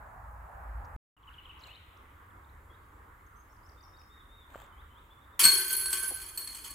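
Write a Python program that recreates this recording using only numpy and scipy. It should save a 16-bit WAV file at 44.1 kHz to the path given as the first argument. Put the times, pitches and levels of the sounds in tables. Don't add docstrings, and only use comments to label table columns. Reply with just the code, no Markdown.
import sys
import numpy as np
from scipy import signal
from scipy.fft import rfft, irfft, next_fast_len
from scipy.io import wavfile
from scipy.ndimage import uniform_filter1d, map_coordinates

SR = 44100
rng = np.random.default_rng(int(sys.argv[2]) if len(sys.argv) > 2 else 0)


def unload_wav(signal):
    wavfile.write(
        sys.argv[1],
        SR,
        np.round(np.clip(np.atleast_2d(signal).T, -1, 1) * 32767).astype(np.int16),
    )


def amplitude_ratio(level_db):
    exponent = np.asarray(level_db, float) / 20
    return 10 ** exponent


N = 297410

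# (time [s], level [dB])
VIEW_GAIN = [
    (.9635, 9),
    (.9645, -89),
    (1.165, -49),
    (1.167, -7.5),
    (1.2, -5),
    (1.3, 2),
]
TOP_HZ = 15830

# (time [s], peak level [dB], length [s])
GUSTS = [
    (0.306, -57, 0.13),
    (0.434, -62, 0.051),
    (0.555, -50, 0.013),
    (0.713, -46.5, 0.065),
    (0.772, -44, 0.039),
    (0.916, -61, 0.03),
    (0.957, -44, 0.021),
]
# (frequency [Hz], density [dB per Hz])
RUMBLE = [(13, -36), (22, -3.5), (34, -2), (59, 3.5), (86, 1.5), (108, -7), (260, -24.5), (340, -56),
          (570, -120)]
# (frequency [Hz], density [dB per Hz])
ROAR_FIRST = [(120, -54), (200, -45), (265, -12), (308, -16.5), (431, -14.5), (845, 0.5), (1320, -4),
              (1700, -9.5), (3080, -35), (5000, -45), (6500, -76), (11000, -120)]
ROAR = [(120, -28), (200, -8), (292, -2), (507, -6), (595, -7), (690, -9), (967, 1.5), (1150, 3.5),
        (2140, -8), (3210, -48), (4370, -30.5), (5000, -34), (6500, -80), (11000, -120)]
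# (frequency [Hz], density [dB per Hz])
HISS = [(2350, -46), (4000, -7), (5570, -6.5), (5820, -6.5), (7360, 1), (8580, -2), (10400, 0), (12100, -3),
        (13500, 4), (15600, -3)]
# (frequency [Hz], correlation [-])
ALIKE = [(60, 1), (130, 0.94), (290, 0.89), (640, 0.45), (1410, 0.013), (3100, 0.3), (6820, 0.49),
         (15000, 0.84)]
RUMBLE_DB, ROAR_DB, HISS_DB = (-61, -57.5), (-60.5, -61), (-82.5, -76.5)
BUILDS_DB_PER_S = 3
RUMBLE_DRIFT_DB, ROAR_DRIFT_DB, HISS_PATCHY_DB = 0.9, 0.8, 1.2
# (frequency [Hz], t60 [s])
TREES = [(200, 0.055), (2000, 0.83), (10000, 0.36)]

# (middle time [s], half length [s], level [dB])
CHORUS = [
    (1.7, 0.35, -67),
    (4.9, 0.27, -83),
]
# (frequency [Hz], density [dB per Hz])
TWITTER = [(1500, -120), (1900, 4), (2500, 2), (3200, 0), (3900, -5), (4400, -23), (5200, -120)]
MURMUR_DB = -79
LEVEL, RISE, LEAP, HOOK, WHIP = (.99, 1.01), (.92, 1.07), (.76, 1.35), (.98, 1.12), (.94, 1.16)
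FALL, DIVE, SAG, ARCH, BOW, REACH = (1.1, .89), (1.22, .85), (1.14, 1.0), (.91, .88), (.94, .89), (.95, .99)
# (time [s], pitch ratio [-], level [dB])
ONCE = [(0, 1, 0)]
TRILL = [
    (0, 0.0069, DIVE, 3790, -21.5),
    (.007, 0.015, FALL, 3080, -6),
    (.048, .021, ARCH, 3010, 0),
]
TRILLS = [
    (1.114, .98, -64),
    (1.225, 1.001, -53.5),
    (1.333, 1.001, -52),
    (1.446, .99, -49.5),
]
FLOURISH = [(1.519, 0.019, BOW, 3000, -63), (1.558, 0.0096, LEVEL, 2930, -67),
            (1.59, 0.0076, LEAP, 5130, -70), (1.601, .008, DIVE, 5900, -75),
            (1.609, 0.0099, DIVE, 4400, -66), (1.624, 0.012, RISE, 4050, -56),
            (1.637, 0.007, RISE, 4090, -54), (1.644, 0.028, FALL, 2970, -59),
            (1.68, 0.0246, HOOK, 2550, -58.5), (1.704, 0.02, LEVEL, 2890, -57),
            (1.72, 0.024, LEVEL, 3050, -60), (1.736, 0.011, LEVEL, 3690, -53),
            (1.75, 0.0089, RISE, 3820, -54), (1.766, 0.013, LEVEL, 3005, -57.5),
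            (1.968, .01, LEAP, 5200, -76)]
CHIPS = [(2.303, .0105, FALL, 3300, -74), (2.366, 0.011, FALL, 3400, -76), (2.443, 0.009, RISE, 3650, -72),
         (2.49, 0.011, RISE, 3810, -73), (2.7, 0.021, LEVEL, 3310, -68), (2.728, 0.029, RISE, 3640, -73)]
OPENING = [
    (3.264, .013, LEVEL, 6470, -75),
    (3.357, 0.032, LEVEL, 6300, -76),
    (3.38, 0.042, LEVEL, 6440, -75),
    (3.413, 0.009, DIVE, 5400, -78),
]
CLIMB = [
    (0, .009, RISE, 5000, -6),
    (.007, 0.02, LEVEL, 5330, -4),
    (.027, .017, WHIP, 5650, 0.5),
]
CLIMBS = [(3.49, 1.03, -75.5), (3.63, .97, -72)]
DROPS = [(3.562, 0.0056, FALL, 5700, -78), (3.566, 0.0067, FALL, 4930, -74), (3.689, .006, FALL, 5700, -67),
         (3.693, 0.0055, FALL, 4950, -66)]
SWOOP = [
    (0, .009, RISE, 4700, -3),
    (.021, .036, SAG, 5320, 0),
]
SWOOPS = [(3.806, 1.02, -67), (3.968, .98, -68)]
PIPES = [(3.773, 0.038, LEVEL, 3640, -69.5), (3.848, 0.023, LEVEL, 3640, -81),
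         (3.935, 0.031, LEVEL, 3740, -68), (4.095, .129, BOW, 3730, -65.5), (4.29, 0.16, BOW, 3730, -65.5)]
SLUR = [
    (0, 0.035, LEVEL, 3060, 0.5),
    (.047, 0.049, WHIP, 3370, 2),
]
SLURS = [(4.542, 1, -72), (4.722, 1, -70), (4.902, 1, -69)]
PEEPS = [(4.607, 0.028, RISE, 3450, -68), (5.102, 0.038, REACH, 3490, -64), (5.212, 0.028, BOW, 3740, -71),
         (5.241, 0.012, RISE, 3550, -70), (5.325, 0.036, BOW, 3690, -71), (5.355, .01, RISE, 3550, -73)]

# (time [s], peak level [dB], frequency [Hz])
TICKS = [(0.7804, -59, 1300), (0.8475, -59, 4640), (0.851, -60, 6500), (0.856, -61, 5500),
         (1.6721, -47, 6935), (3.265, -56, 6420), (3.683, -64.5, 2600), (3.83, -62, 2600),
         (4.017, -46, 2500), (4.04, -60.5, 2400), (4.4694, -60, 9670), (4.6648, -54, 7300)]
# (middle time [s], half length [s], level [dB])
RUSTLE = [
    (1.665, 0.053, -74),
    (4.585, 0.08, -70.5),
]
# (frequency [Hz], density [dB per Hz])
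CLOTH = [(300, -120), (500, 14.5), (1500, 8), (3500, 0.5), (5500, -18), (7500, 0.5), (9000, -10),
         (11000, -26), (14000, -2), (15800, -12), (16200, -120)]
# (time [s], peak level [dB], frequency [Hz])
SNAP = [
    (4.543, -41, 1200),
    (4.5474, -35.5, 1300),
    (4.557, -32, 600),
]

RING_HZ = [
    (1536, 1543, 1550, 1599),
    (4309, 4349, 4368, 4325),
    (8212, 8287, 8328, 8366),
    (13252, 13378, 13440, 13310),
]
# (level [dB], t60 [s])
RINGS = [
    [(-3, 1.04), (-11, 1.1), (-14, 1.8), (-11, 0.22)],
    [(0.5, 0.41), (1, 0.4), (1, 0.19), (-13.5, 0.44)],
    [(-4.5, 0.11), (0.5, 0.11), (3.5, 0.074), (-4.5, 0.085)],
    [(-5, 0.19), (-1, 0.054), (-5, 0.14), (-17, 0.066)],
]
# (frequency [Hz], level [dB], t60 [s])
LINK = [(8930, -18, .15), (10290, -9, .08), (10478, -4, .07), (10518, -3, .07), (11160, -8, .08),
        (12040, -10, .07), (12110, -13, .07), (14000, -15, .03), (14230, -24, .05)]
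# (frequency [Hz], level [dB], t60 [s])
CAGE = [(940.6, -15, 0.16), (1117, -12.5, 0.12), (1720, -16, 0.37), (2046, -18, 0.16), (2120, -16, 0.11),
        (7860, -10, 0.1), (2242, -12.5, 0.14), (2442, -11, 0.13), (3010, -8, 0.027), (3183, -6, 0.039),
        (3343, -7, 0.033), (4585, -4.5, 0.072), (5160, -18, 0.23), (5400, -12, 0.066), (6508, -5, 0.044),
        (7000, -11.5, 0.037)]
# (frequency [Hz], level [dB], t60 [s])
POLE = [(341, -8.5, 0.19), (377.6, -6, 0.39), (413, -13, 0.11)]
# (frequency [Hz], density [dB per Hz])
CLATTER = [(71, -63), (120, -32), (347, -25.5), (523, -31), (760, -32), (950, -17), (1400, -15),
           (1550, -20.5), (1860, -15), (3100, -17.5), (3700, -22), (4300, -15), (5500, -20.5),
           (6700, -17.5), (8100, -14.5), (9340, -16.5), (13800, -13), (15900, -28)]
# (time [s], third mode peak level [dB], second mode over it [dB], fourth mode over it [dB])
BLOWS = [
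    (5.4513, -17, 0, 0.6),
    (5.9295, -21.5, -13, -1.5),
]
SHOVES = [(5.4028, -29, -29, -13), (5.4345, -24.5, 1, -20), (5.4386, -24.5, 4.5, -34.5),
          (5.4435, -23.5, 7, -13), (5.4837, -23.5, 1.5, -12), (5.596, -30.5, -18, -8),
          (5.737, -33.5, 1, -8), (5.905, -28, -9, -20), (6.0251, -36.5, -34, -44), (6.032, -33.5, -21, -26),
          (6.0887, -35, -22, -9), (6.171, -40.5, -9, -21), (6.2072, -44, -19, -25), (6.704, -43, -7.5, -21)]
CLANGS = [(5.4299, -18, -15, -40), (5.6802, -34.5, -4, 16.5), (5.7068, -32, -4.5, 11.5),
          (5.8575, -24.5, -9.5, -17), (5.9424, -39, -10, -13), (5.9755, -30, -22, -3),
          (6.3747, -30.5, -4.5, 1), (6.474, -38, -4, -34), (6.5474, -38.5, -15, -14),
          (6.6449, -38, -4, -10.5)]
BLOW_LOW_DB, SHOVE_LOW_DB, CLANG_LOW_DB = -22, -18, -23
BURST_DB, BURST_T60_S = (-16, -11.5, -12), 0.065
# (time [s], level [dB])
BENDS = [(5.433, -39), (5.449, -31), (5.476, -33.5), (5.585, -42), (5.701, -47.5), (5.736, -51),
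         (5.885, -43.5), (5.925, -45), (5.995, -48), (6.03, -39.5), (6.1, -54)]
RESTS_S, RESTS_DB = 6.23, -12
# (time [s], peak level [dB], upper modes over it [dB])
CHIMES = [(5.3932, -19, -1), (5.4026, -32, -7), (5.4132, -16, -13), (5.4934, -32, -16), (5.5363, -21, -10),
          (5.6061, -26, 0), (5.728, -25.5, 1), (5.7646, -22, 0), (5.7983, -23.5, -8.5), (5.9163, -33, 6),
          (6.028, -24.5, -4), (6.0786, -23, -8), (6.144, -31, -7.5), (6.3565, -48, 5), (6.4087, -41, -3),
          (6.4447, -41, 3), (6.5454, -57, -18), (6.7053, -50.5, 6)]
# (time [s], link level [dB], clatter level [dB], ring jostle level [dB])
LURCHES = [(5.3923, -27.5, -29.5, -52), (5.438, -61, -31, -17), (5.5, -38.5, -59, -32),
           (5.699, -38, -53, -37), (5.791, -42, -77, -55), (5.924, -41, -43.5, -49),
           (6.03, -50.5, -62, -50), (6.2, -89, -63, -54), (6.375, -57, -60, -41), (6.471, -67, -60, -55),
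           (6.545, -64, -59, -65), (6.64, -61.5, -54, -64)]
LURCH_RISE_S = 0.0014
SETTLE_T60_S = (0.92, 0.26, 0.36)
LINGER_DB, LINGER_T60_S = (-14.5, -19, -19.5), 2.17
SWAY_S, LEFTMOST_S = 1.34, 5.48
# (time [s], level [dB], frequency [Hz], length [s])
THUDS = [
    (5.445, -41.5, 219, 0.066),
    (6.032, -56, 380, 0.03),
    (6.107, -49, 516, 0.047),
    (6.711, -59, 294, 0.024),
]
QUIET = int(5 * SR)


def unit(x):
    return x / np.sqrt(np.mean(x ** 2) + 1e-20)


def along(points, hz):
    f, v = np.transpose(points)
    return np.interp(np.log(hz + 1), np.log(f + 1), v)


def curves(rows):
    s, *cols = np.transpose(rows)
    return [np.interp(np.arange(N) / SR, s, c) for c in cols]


def wobble(rate):
    return map_coordinates(rng.standard_normal(int(N * rate / SR) + 4), [np.arange(N) * rate / SR])


def swells(rows, flat=2):
    t = np.arange(N) / SR
    return sum(amplitude_ratio(db) * np.exp(-np.abs((t - s) / half) ** flat) for s, half, db in rows)


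def coloured(x, spectrum):
    m = next_fast_len(x.shape[-1] + 8192)
    gain = amplitude_ratio(along(spectrum, np.fft.rfftfreq(m, 1 / SR)))
    return irfft(rfft(x, m) * gain, m)[..., :x.shape[-1]]


def rush(spectrum, patchy_db):
    z = signal.stft(rng.standard_normal((2, N)), nperseg=512)[2]
    field = uniform_filter1d(rng.standard_normal(z.shape[1:]), size=6, axis=0)
    field = uniform_filter1d(field, size=12, axis=1)
    pair = signal.istft(z * amplitude_ratio(patchy_db * unit(field)), nperseg=512)[1][:, :N]
    likeness = np.clip(along(ALIKE, np.fft.rfftfreq(N, 1 / SR)), -1, 1)
    turn = np.arccos(likeness) / 2
    mid, side = irfft(rfft(coloured(pair, spectrum)) * [np.cos(turn), np.sin(turn)], N)
    return unit(np.array([mid + side, mid - side]))


def sides(pan_db):
    return amplitude_ratio(np.multiply.outer([.5, -.5], pan_db))


def echo(x, delay_s):
    hz, t, z = signal.stft(rng.standard_normal((2, SR // 2)), SR, nperseg=256)
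    decay = amplitude_ratio(-60 * t / along(TREES, hz)[:, None])
    tail = signal.istft(z * decay, SR, nperseg=256)[1]
    late = np.pad(x, ((0, 0), (int(delay_s * SR), 0)))
    return signal.fftconvolve(late, tail / np.linalg.norm(tail[0]), axes=1)[:, :N]


def ringing(blows, hz, t60, rise_s=0.0012):
    r, w = amplitude_ratio(-60 / (t60 * SR)), 2 * np.pi * hz / SR
    soft = np.exp(-1 / (rise_s * SR))
    ring = signal.lfilter([0, r * np.sin(w)], [1, -2 * r * np.cos(w), r * r], blows)
    rise_poles = [1, -2 * soft * np.cos(w), soft * soft]
    return signal.lfilter([2 * (1 - soft) * np.sin(w)], rise_poles, ring)


def struck(s, levels_db, pan_db, modes, cling_db):
    out = np.zeros((2, N))
    at = np.round(s * SR).astype(int) - QUIET
    luck = rng.standard_normal((len(s), 2, len(modes)))
    for k, ((hz, t60), db) in enumerate(zip(modes, levels_db)):
        blows = np.zeros((2, N - QUIET))
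        blows[:, at] = sides(pan_db + cling_db * luck[:, 0, k]) * amplitude_ratio(db + 2.85 * luck[:, 1, k])
        out[:, QUIET:] += ringing(blows, hz, t60)
    return out


def jostled(level_db, modes, rate, spread_db, alike):
    n, out = N - QUIET, np.zeros((2, N))
    when = (rng.random(n) < rate / SR) * amplitude_ratio(spread_db * rng.standard_normal(n))
    drive = amplitude_ratio(level_db[QUIET:]) * unit(when)
    for hz, db, t60 in modes:
        both, *each = rng.standard_normal((3, n))
        blows = drive * (np.sqrt(alike) * both + np.sqrt(1 - alike) * np.array(each))
        even = np.sqrt(4 * np.log(1000) / (t60 * SR))
        out[:, QUIET:] += amplitude_ratio(db) * even * ringing(blows, hz, t60)
    return out


def forest():
    t = np.arange(N) / SR
    first = t < 1
    rumble_db = np.where(first, RUMBLE_DB[0] + BUILDS_DB_PER_S * t, RUMBLE_DB[1])
    roar_db = np.where(first, *ROAR_DB)
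    rumble = amplitude_ratio(rumble_db - 2.0 + RUMBLE_DRIFT_DB * wobble(2.25)) * rush(RUMBLE, patchy_db=0.6)
    tyres = np.where(first, rush(ROAR_FIRST, patchy_db=1.2), rush(ROAR, patchy_db=2.0))
    roar = amplitude_ratio(roar_db + 0.3 + ROAR_DRIFT_DB * wobble(3.18)) * tyres
    puffs = np.zeros(N)
    for s, db, long in GUSTS:
        puffs += amplitude_ratio(db) * np.exp(-((t - s) / long) ** 2) * np.sin(2 * np.pi * 56 * (t - s))
    hiss = amplitude_ratio(np.where(first, *HISS_DB)) * rush(HISS, HISS_PATCHY_DB)
    return rumble + sides([-1.5]) * roar + puffs + hiss


def far_birds():
    level = amplitude_ratio(MURMUR_DB) * (np.arange(N) > SR) + swells(CHORUS)
    return level * rush(TWITTER, patchy_db=-1.0)


def bird(phrases, pan_db, wet_db, rough):
    notes = []
    for syllable, sung in phrases:
        for s, ratio, db in sung:
            for after, long, glide, hz, above in syllable:
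                notes.append((s + after, long, glide, hz * ratio, db + above))
    song = np.zeros(N)
    for s, long, (start, end), middle, db in notes:
        u = np.arange(int(long * SR)) / (long * SR)
        hz = middle * (start * (1 - u) * (1 - 2 * u) + 4 * u * (1 - u) + end * u * (2 * u - 1))
        whistle = np.sin(np.pi * u) ** 0.25 * np.sin(2 * np.pi * np.cumsum(hz) / SR)
        song[int(s * SR):][:len(u)] += amplitude_ratio(db + 0.5) * whistle
    song = sides([pan_db]) * song * (1 + rough * wobble(330))
    return song + amplitude_ratio(wet_db) * echo(song, delay_s=0.02)


def songbirds():
    finch_song = [(TRILL, TRILLS), (FLOURISH, ONCE), (CHIPS, ONCE)]
    warbler_song = [(OPENING, ONCE), (CLIMB, CLIMBS), (DROPS, ONCE), (SWOOP, SWOOPS)]
    piper_song = [(PIPES, ONCE), (SLUR, SLURS), (PEEPS, ONCE)]
    finch = bird(finch_song, pan_db=2.5, wet_db=-5.5, rough=0.44)
    warbler = bird(warbler_song, pan_db=9.0, wet_db=-2.5, rough=0.37)
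    piper = bird(piper_song, pan_db=2.5, wet_db=-3.0, rough=0.21)
    return finch + warbler + piper


def player():
    level = swells(RUSTLE, flat=3.5)
    grain = amplitude_ratio(3.7 * wobble(330)) * rng.standard_normal((2, N))
    out = amplitude_ratio(11.5) * level * unit(coloured(grain + 3.9 * grain[::-1], CLOTH))
    t = np.arange(SR // 20) / SR
    for s, db, hz in TICKS:
        click = 0.5 * np.sin(2 * np.pi * hz * t) + 0.14 * rng.standard_normal(len(t))
        out[:, round(s * SR):][:, :len(t)] += amplitude_ratio(db - 60 * t / 0.0051) * click
    for s, db, hz in SNAP:
        knock = np.sin(2 * np.pi * hz * t) * np.minimum(t / 0.00029, 1)
        out[:, round(s * SR):][:, :len(t)] += amplitude_ratio(db - 60 * t / 0.011) * knock
    return out


def thuds():
    out = np.zeros(N)
    for s, db, hz, long in THUDS:
        u = np.arange(int(long * SR)) / (long * SR)
        spectrum = [(hz / 4, -40), (hz / 2, -6), (hz, 0), (2 * hz, -9), (6 * hz, -45)]
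        dull = coloured(rng.standard_normal(len(u)), spectrum)
        out[int(s * SR):][:len(u)] += amplitude_ratio(db) * np.sin(np.pi * u ** 0.31) ** 2 * unit(dull)
    return out


def sway(s, middle_db, reach_db):
    return middle_db + reach_db * np.cos(2 * np.pi * (s - LEFTMOST_S) / SWAY_S)


def lurches():
    s, *levels = np.transpose(LURCHES)
    since = np.maximum(np.arange(N) / SR - s[:, None], 0)
    rise = 1 - np.exp(-since / LURCH_RISE_S)
    slow = amplitude_ratio(-60 * since / LINGER_T60_S)
    out = []
    for db, t60, linger_db in zip(levels, SETTLE_T60_S, LINGER_DB):
        shape = rise * (amplitude_ratio(-60 * since / t60) + amplitude_ratio(linger_db) * slow)
        out.append(20 * np.log10(amplitude_ratio(db) @ shape + 1e-8))
    return out


def chains():
    link_db, clatter_db, jostle_db = lurches()
    links = jostled(link_db - 3.0, LINK, rate=990, spread_db=0.0, alike=0.64)
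    cage = jostled(clatter_db - 0.5, CAGE, rate=500, spread_db=3.0, alike=0.54)
    pole = jostled(link_db - 20.5, POLE, rate=410, spread_db=3.5, alike=1.0)
    above = np.repeat((-15.5, -14.5, -11, -11.0), len(RING_HZ[0]))
    db, t60 = np.reshape(RINGS, (-1, 2)).T
    ring_modes = zip(np.ravel(RING_HZ), db + above, t60)
    nudged = jostled(jostle_db - 3, ring_modes, rate=130, spread_db=3.5, alike=0.68)
    contacts = amplitude_ratio(2.991 * wobble(200)) * rng.standard_normal((3, N))
    scrape = unit(coloured(contacts[0] + 0.83 * contacts[1:], CLATTER))
    return links + cage + pole + nudged + amplitude_ratio(clatter_db + 5.0) * scrape


def chimes():
    s, db, upper = np.transpose(CHIMES)
    low = [db - 10.0, db - 14.0, db - 18.0]
    high = [db + upper - 7.5, db + upper - 9.5, db + upper - 21.0]
    modes = [(hz, t60) for hz, _, t60 in LINK[1:7]]
    return struck(s, low + high, sway(s, middle_db=-4.5, reach_db=9.5), modes, cling_db=6.5)


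def hum():
    s, db = np.transpose(BENDS)
    modes = [(hz, t60) for hz, (_, t60) in zip(RING_HZ[0], RINGS[0])]
    levels = [db, db - 13, db - 16.5, db - 15]
    out = struck(s, levels, np.full(len(s), -3.0), modes, cling_db=-2.5)
    muted = np.clip((np.arange(N) / SR - RESTS_S) / 0.017, 0, 1)
    return out * amplitude_ratio(RESTS_DB * muted)


def rings():
    s, db, second, fourth = np.transpose(BLOWS + SHOVES + CLANGS)
    counts = (len(BLOWS), len(SHOVES), len(CLANGS))
    first = np.repeat((BLOW_LOW_DB, SHOVE_LOW_DB, CLANG_LOW_DB), counts)
    pan_db = sway(s, middle_db=0.0, reach_db=0.5)
    levels = []
    for above, family in zip((first, second, 0, fourth), RINGS):
        levels += [db + above + level - 10.5 for level, _ in family]
    modes = list(zip(np.ravel(RING_HZ), np.reshape(RINGS, (-1, 2))[:, 1]))
    out = struck(s, levels, pan_db, modes, cling_db=5.5)
    t = np.arange(SR // 10) / SR
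    burst_db = db + np.repeat(BURST_DB, counts)
    for start, peak_db, side_db in zip(s, burst_db, pan_db):
        noise = unit(coloured(rng.standard_normal(len(t)), CLATTER))
        burst = noise * amplitude_ratio(peak_db - 60 * t / BURST_T60_S)
        seat = out[:, round(start * SR):][:, :len(t)]
        seat += (sides([side_db]) * burst)[:, :seat.shape[1]]
    return out


def scene():
    ambience = forest() + far_birds() + songbirds()
    basket = thuds() + chains() + chimes() + hum() + rings()
    return ambience + player() + basket + amplitude_ratio(-10.5) * echo(basket, delay_s=0.013)


def low_pass(x):
    return signal.sosfilt(signal.butter(12, 16820, fs=SR, output="sos"), x)


def record(dry):
    kept = irfft(rfft(dry) * (np.fft.rfftfreq(N, 1 / SR) < TOP_HZ), N)
    return low_pass(kept * amplitude_ratio(curves(VIEW_GAIN)[0]))


dry = scene()
out = record(dry)
unload_wav(out)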